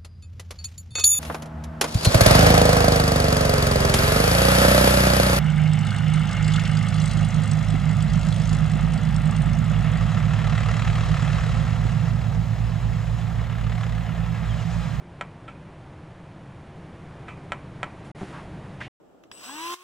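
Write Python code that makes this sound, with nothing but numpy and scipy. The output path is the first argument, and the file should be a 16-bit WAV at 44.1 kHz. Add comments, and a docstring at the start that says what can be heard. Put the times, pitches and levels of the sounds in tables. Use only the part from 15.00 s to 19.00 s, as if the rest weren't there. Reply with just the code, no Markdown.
"""Fingers type on a tablet lying on a table in a small room, over low room noise.
A sharp tap, two soft fumbled ones and two more sharp ones ring its glass and case.
After a faint rub and a short silent break a hand brushes by and the table takes a dull bump.
A last rub squeaks as skin sticks and slips on the glass; the sound stops at 3.88 s."""
import sys
import numpy as np
from scipy import signal
from scipy.fft import rfft, irfft
from scipy.io import wavfile
from scipy.ndimage import uniform_filter1d

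SR = 44100
rng = np.random.default_rng(int(sys.argv[2]) if len(sys.argv) > 2 else 0)


def unload_wav(signal):
    """Save mono or channel-first audio to the path in sys.argv[1] as 16-bit WAV at rate SR, clipped to [-1, 1]."""
    wavfile.write(
        sys.argv[1],
        SR,
        np.round(np.clip(np.atleast_2d(signal).T, -1, 1) * 32767).astype(np.int16),
    )


N = 176400


def taps(t):
    """Nails strike and fingertips skid; each contact rings the tablet, clicks and excites the room."""
    # sharp taps: t/s, level/dB, nail click re level/dB
    sharp_taps = [(.2108, -21, 2.5), (2.5201, -18.5, 2.5), (2.8305, -18.5, 2)]
    # soft taps: t/s, level/dB, skid length/s
    soft_taps = [(.4788, -31, 0.0094), (2.2804, -29, 0.013)]
    body_db, skid_click_db, room_db, skid_room_db = -5, -2, -20, 9.5
    blows, nails, skids = np.zeros((3, N))
    for s, db, click_db in sharp_taps:
        blows[int(s * SR)] += undb(db)
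        nails[int(s * SR)] += undb(db + click_db)
    for s, db, length_s in soft_taps:
        skid = rng.standard_normal(N) * (t >= s) * (t < s + length_s)
        skids += undb(db) * skid / np.linalg.norm(skid)
    skids = cut(skids, hz=400, kind="high", order=1)
    body = undb(body_db) * conv(blows + skids, tablet_body(t))
    clicks = conv(nails + undb(skid_click_db) * skids, glass_click(t))
    direct = body + clicks
    reverb = undb(room_db) * conv(blows + undb(skid_room_db) * skids, room_tail(t))
    return direct + reflections(t, direct) + reverb


def tablet_body(t):
    """Struck tablet: the thin case radiates little bass, the fingertip softens the treble."""
    # tablet modes: f/Hz
    modes_hz = [602, 735, 828, 987, 1151, 1328, 1516, 1656, 1790, 1902, 2051, 2258, 2388, 2950, 3118, 3300]
    # tablet modes: level/dB
    modes_db = [-6, -8, -9, -4, -8, 2, -7, -5, -13, -6, -8, -13, -8, -18, -16, -18]
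    radiate_hz, contact_hz = 540, 3730
    modes = chord(t, modes_hz, modes_db, t60_s=0.045)
    radiated = cut(modes, radiate_hz, "high", order=4)
    return -cut(radiated, contact_hz, "low", order=6)


def glass_click(t):
    """Contact click: a noise crack plus the high glass modes that a nail excites."""
    # crack spectrum: f/Hz, level/dB
    spectrum = [(300, -20), (500, -9), (750, 10), (1300, 1), (2400, 5.5), (3200, 0.5), (3900, -16),
                (5000, -10.5), (8000, -12), (11000, -34.5)]
    # glass modes: f/Hz
    modes_hz = [4330, 4950, 6430, 7240, 7650, 7950]
    # glass modes: level/dB
    modes_db = [-25.5, -36, -36.5, -28.5, -28, -50]
    crack = unit(colour(rng.standard_normal(N), spectrum)) * fade(t, t60_s=0.029) * undb(-12.5)
    return crack + chord(t, modes_hz, modes_db, t60_s=0.021)


def bump(t):
    """A few soft pushes in quick succession ring the table."""
    # pushes: t/s, level/dB
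    push_list = [(3.2112, -41.5), (3.2163, -37), (3.2215, -42), (3.2318, -37)]
    # table modes: f/Hz, level/dB, T60/s
    table_modes = [(201, 5.5, 0.06), (303, 6, 0.059), (375, -2.5, 0.12), (610, -6.5, 0.068), (721, 3, .06),
                   (840, -4, 0.055), (1125, -10, 0.067)]
    pushes = np.zeros(N)
    for s, db in push_list:
        pushes[int(s * SR)] -= undb(db)
    return conv(pushes, ring(t, table_modes))


def rubs(t):
    """Grainy friction of hand and sleeve swells and dies away, with fine hiss on top."""
    # strokes: t/s, length/s, level/dB, centre/Hz, width per filter pass/Hz, hiss re level/dB
    strokes = [(3.04, 0.067, -59.5, 1800, 2500, -2.5), (3.15, 0.32, -50.5, 1460, 2370, -10),
               (3.326, .1, -41.5, 1080, 900, -36), (3.802, 0.028, -38, 1080, 1300, -33),
               (3.803, 0.078, -42, 2160, 1650, -32.5)]
    attack_fraction, grain_db = 0.21, 1
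    friction = np.zeros(N)
    for s, length_s, db, hz, width_hz, hiss_db in strokes:
        swell = np.sqrt(np.interp((t - s) / length_s, [0, attack_fraction, 1], [0, 1, 0]))
        body = unit(band(band(rng.standard_normal(N), hz, width_hz), hz, width_hz))
        hiss = unit(band(rng.standard_normal(N), hz=6000, width_hz=23000))
        grain = undb(grain_db * walk(rate_hz=200))
        friction += undb(db) * swell * (body * grain + undb(hiss_db) * hiss)
    return friction


def squeak(t):
    """Skin on glass: a few milliseconds of rough stick-slip, falling in pitch."""
    peak_s, sigma_s, peak_db = 3.8152, 0.0031, -28
    centre_hz, fall_per_s, roughness = 1800, 45, .2
    glide_s = np.clip(t - peak_s, -.008, .008)
    hz = centre_hz * np.exp(-fall_per_s * glide_s) * (1 + roughness * walk(rate_hz=1500))
    envelope = np.exp(-((t - peak_s) / sigma_s) ** 2 / 2)
    return undb(peak_db) * envelope * np.sin(2 * np.pi * np.cumsum(hz) / SR)


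def reflections(t, direct):
    """Early echoes from table and hands."""
    # echoes: delay/s, level/dB
    echoes = [(.0031, -20), (.0090, -26.5), (0.0119, -11.5)]
    return sum(undb(db) * np.interp(t - delay_s, t, direct, left=0) for delay_s, db in echoes)


def room_tail(t):
    """Diffuse room response: builds quickly, then decays."""
    # tail spectrum: f/Hz, level/dB
    spectrum = [(300, 6), (600, 5.5), (1100, 16), (1330, 5), (1600, 0.5), (2100, 8), (2450, 8), (2800, -8),
                (3300, -6), (4200, -22), (8000, -20), (11000, -31)]
    build_s = .007
    diffuse = unit(colour(rng.standard_normal(N), spectrum))
    return diffuse * fade(t, t60_s=0.28) * np.minimum(t / build_s, 1)


def room_noise(t):
    """Low rumble under a dull rush, slowly growing."""
    # noise spectrum: f/Hz, relative density/dB
    spectrum = [(20, -10.5), (40, -9.5), (70, -3.5), (110, -0.5), (150, 3), (185, -1), (240, -9.5),
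                (320, -6.5), (440, -12.5), (650, -12), (950, -15.5), (1300, -19.5), (2000, -23.5),
                (3000, -29.5), (5000, -39.5), (8000, -44.5), (11000, -47.5)]
    # gain curves: t/s, bass/dB, upper band/dB
    gains = [(0, -46, -45), (.12, -42, -43.5), (1.4, -43, -43.5), (2.1, -41, -41.5), (2.4, -38.5, -41.5),
             (3.1, -41.5, -40.5), (3.55, -38, -39), (3.88, -40, -40.5)]
    split_hz = 278
    s, bass_db, upper_db = np.array(gains).T
    air = unit(colour(rng.standard_normal(N), spectrum))
    bass = cut(cut(air, split_hz, "low")[::-1], split_hz, "low")[::-1]  # zero phase
    return bass * undb(np.interp(t, s, bass_db)) + (air - bass) * undb(np.interp(t, s, upper_db))


def undb(db):
    """Decibels to gain."""
    return 10 ** (np.asarray(db) / 20)


def unit(x):
    """Scale to rms 1."""
    return x / np.sqrt(np.mean(x ** 2))


def fade(t, t60_s):
    """Exponential decay from time zero."""
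    return (t >= 0) * np.exp(-np.log(1000) * np.maximum(t, 0) / t60_s)


def conv(x, response):
    """Apply an impulse response."""
    return signal.fftconvolve(x, response)[:N]


def colour(x, points):
    """Filter by a curve of f/Hz, level/dB."""
    hz, db = np.array(points).T
    f = np.maximum(np.fft.rfftfreq(N, 1 / SR), 1)
    return irfft(rfft(x) * undb(np.interp(np.log(f), np.log(hz), db)), N)


def band(x, hz, width_hz):
    """One broad resonance."""
    g, k = np.tan(np.pi * min(hz, SR / 3) / SR), width_hz / hz
    return signal.lfilter([g * k, 0, -g * k], [1 + g * k + g * g, 2 * g * g - 2, 1 - g * k + g * g], x)


def cut(x, hz, kind, order=2):
    """Low-pass or high-pass."""
    return signal.sosfilt(signal.butter(order, hz, kind, fs=SR, output="sos"), x)


def walk(rate_hz):
    """Smooth random wander, spread near 1."""
    return np.interp(np.arange(N) / SR * rate_hz, np.arange(N), rng.standard_normal(N))


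def ring(t, modes):
    """Decaying modes struck at time zero."""
    return sum(undb(db) * np.sin(2 * np.pi * hz * t) * fade(t, t60_s) for hz, db, t60_s in modes)


def chord(t, modes_hz, levels_db, t60_s):
    """Modes with one decay time."""
    return ring(t, [(hz, db, t60_s) for hz, db in zip(modes_hz, levels_db)])


def scene():
    """All sources central; a faint, slightly smeared side signal gives the treble a trace of width."""
    # side spectrum: f/Hz, level re mid/dB
    side_spectrum = [(250, -64.5), (450, -48.5), (700, -42), (1400, -35), (2800, -15), (5600, -30),
                     (10000, -9.5)]
    t = np.arange(N) / SR
    mid = taps(t) + bump(t) + rubs(t) + squeak(t) + room_noise(t)
    smear = rng.standard_normal(N) * fade(t, t60_s=0.0036)
    side = colour(conv(mid, smear / np.linalg.norm(smear)), side_spectrum)
    return np.array([mid + side, mid - side])


def record(dry):
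    """The sound drops out once and stops early; the top is cut."""
    # silences: start/s, end/s
    silences = [(3.116, 3.149), (3.881, 4.1)]
    top_hz = 11030
    t = np.arange(N) / SR
    gate = 1. - sum((t > start_s) & (t < end_s) for start_s, end_s in silences)
    gate = uniform_filter1d(gate, size=90)  # 2 ms ramps
    return signal.sosfilt(signal.ellip(10, .2, 80, top_hz, fs=SR, output="sos"), dry * gate)


dry = scene()
out = record(dry)
unload_wav(out)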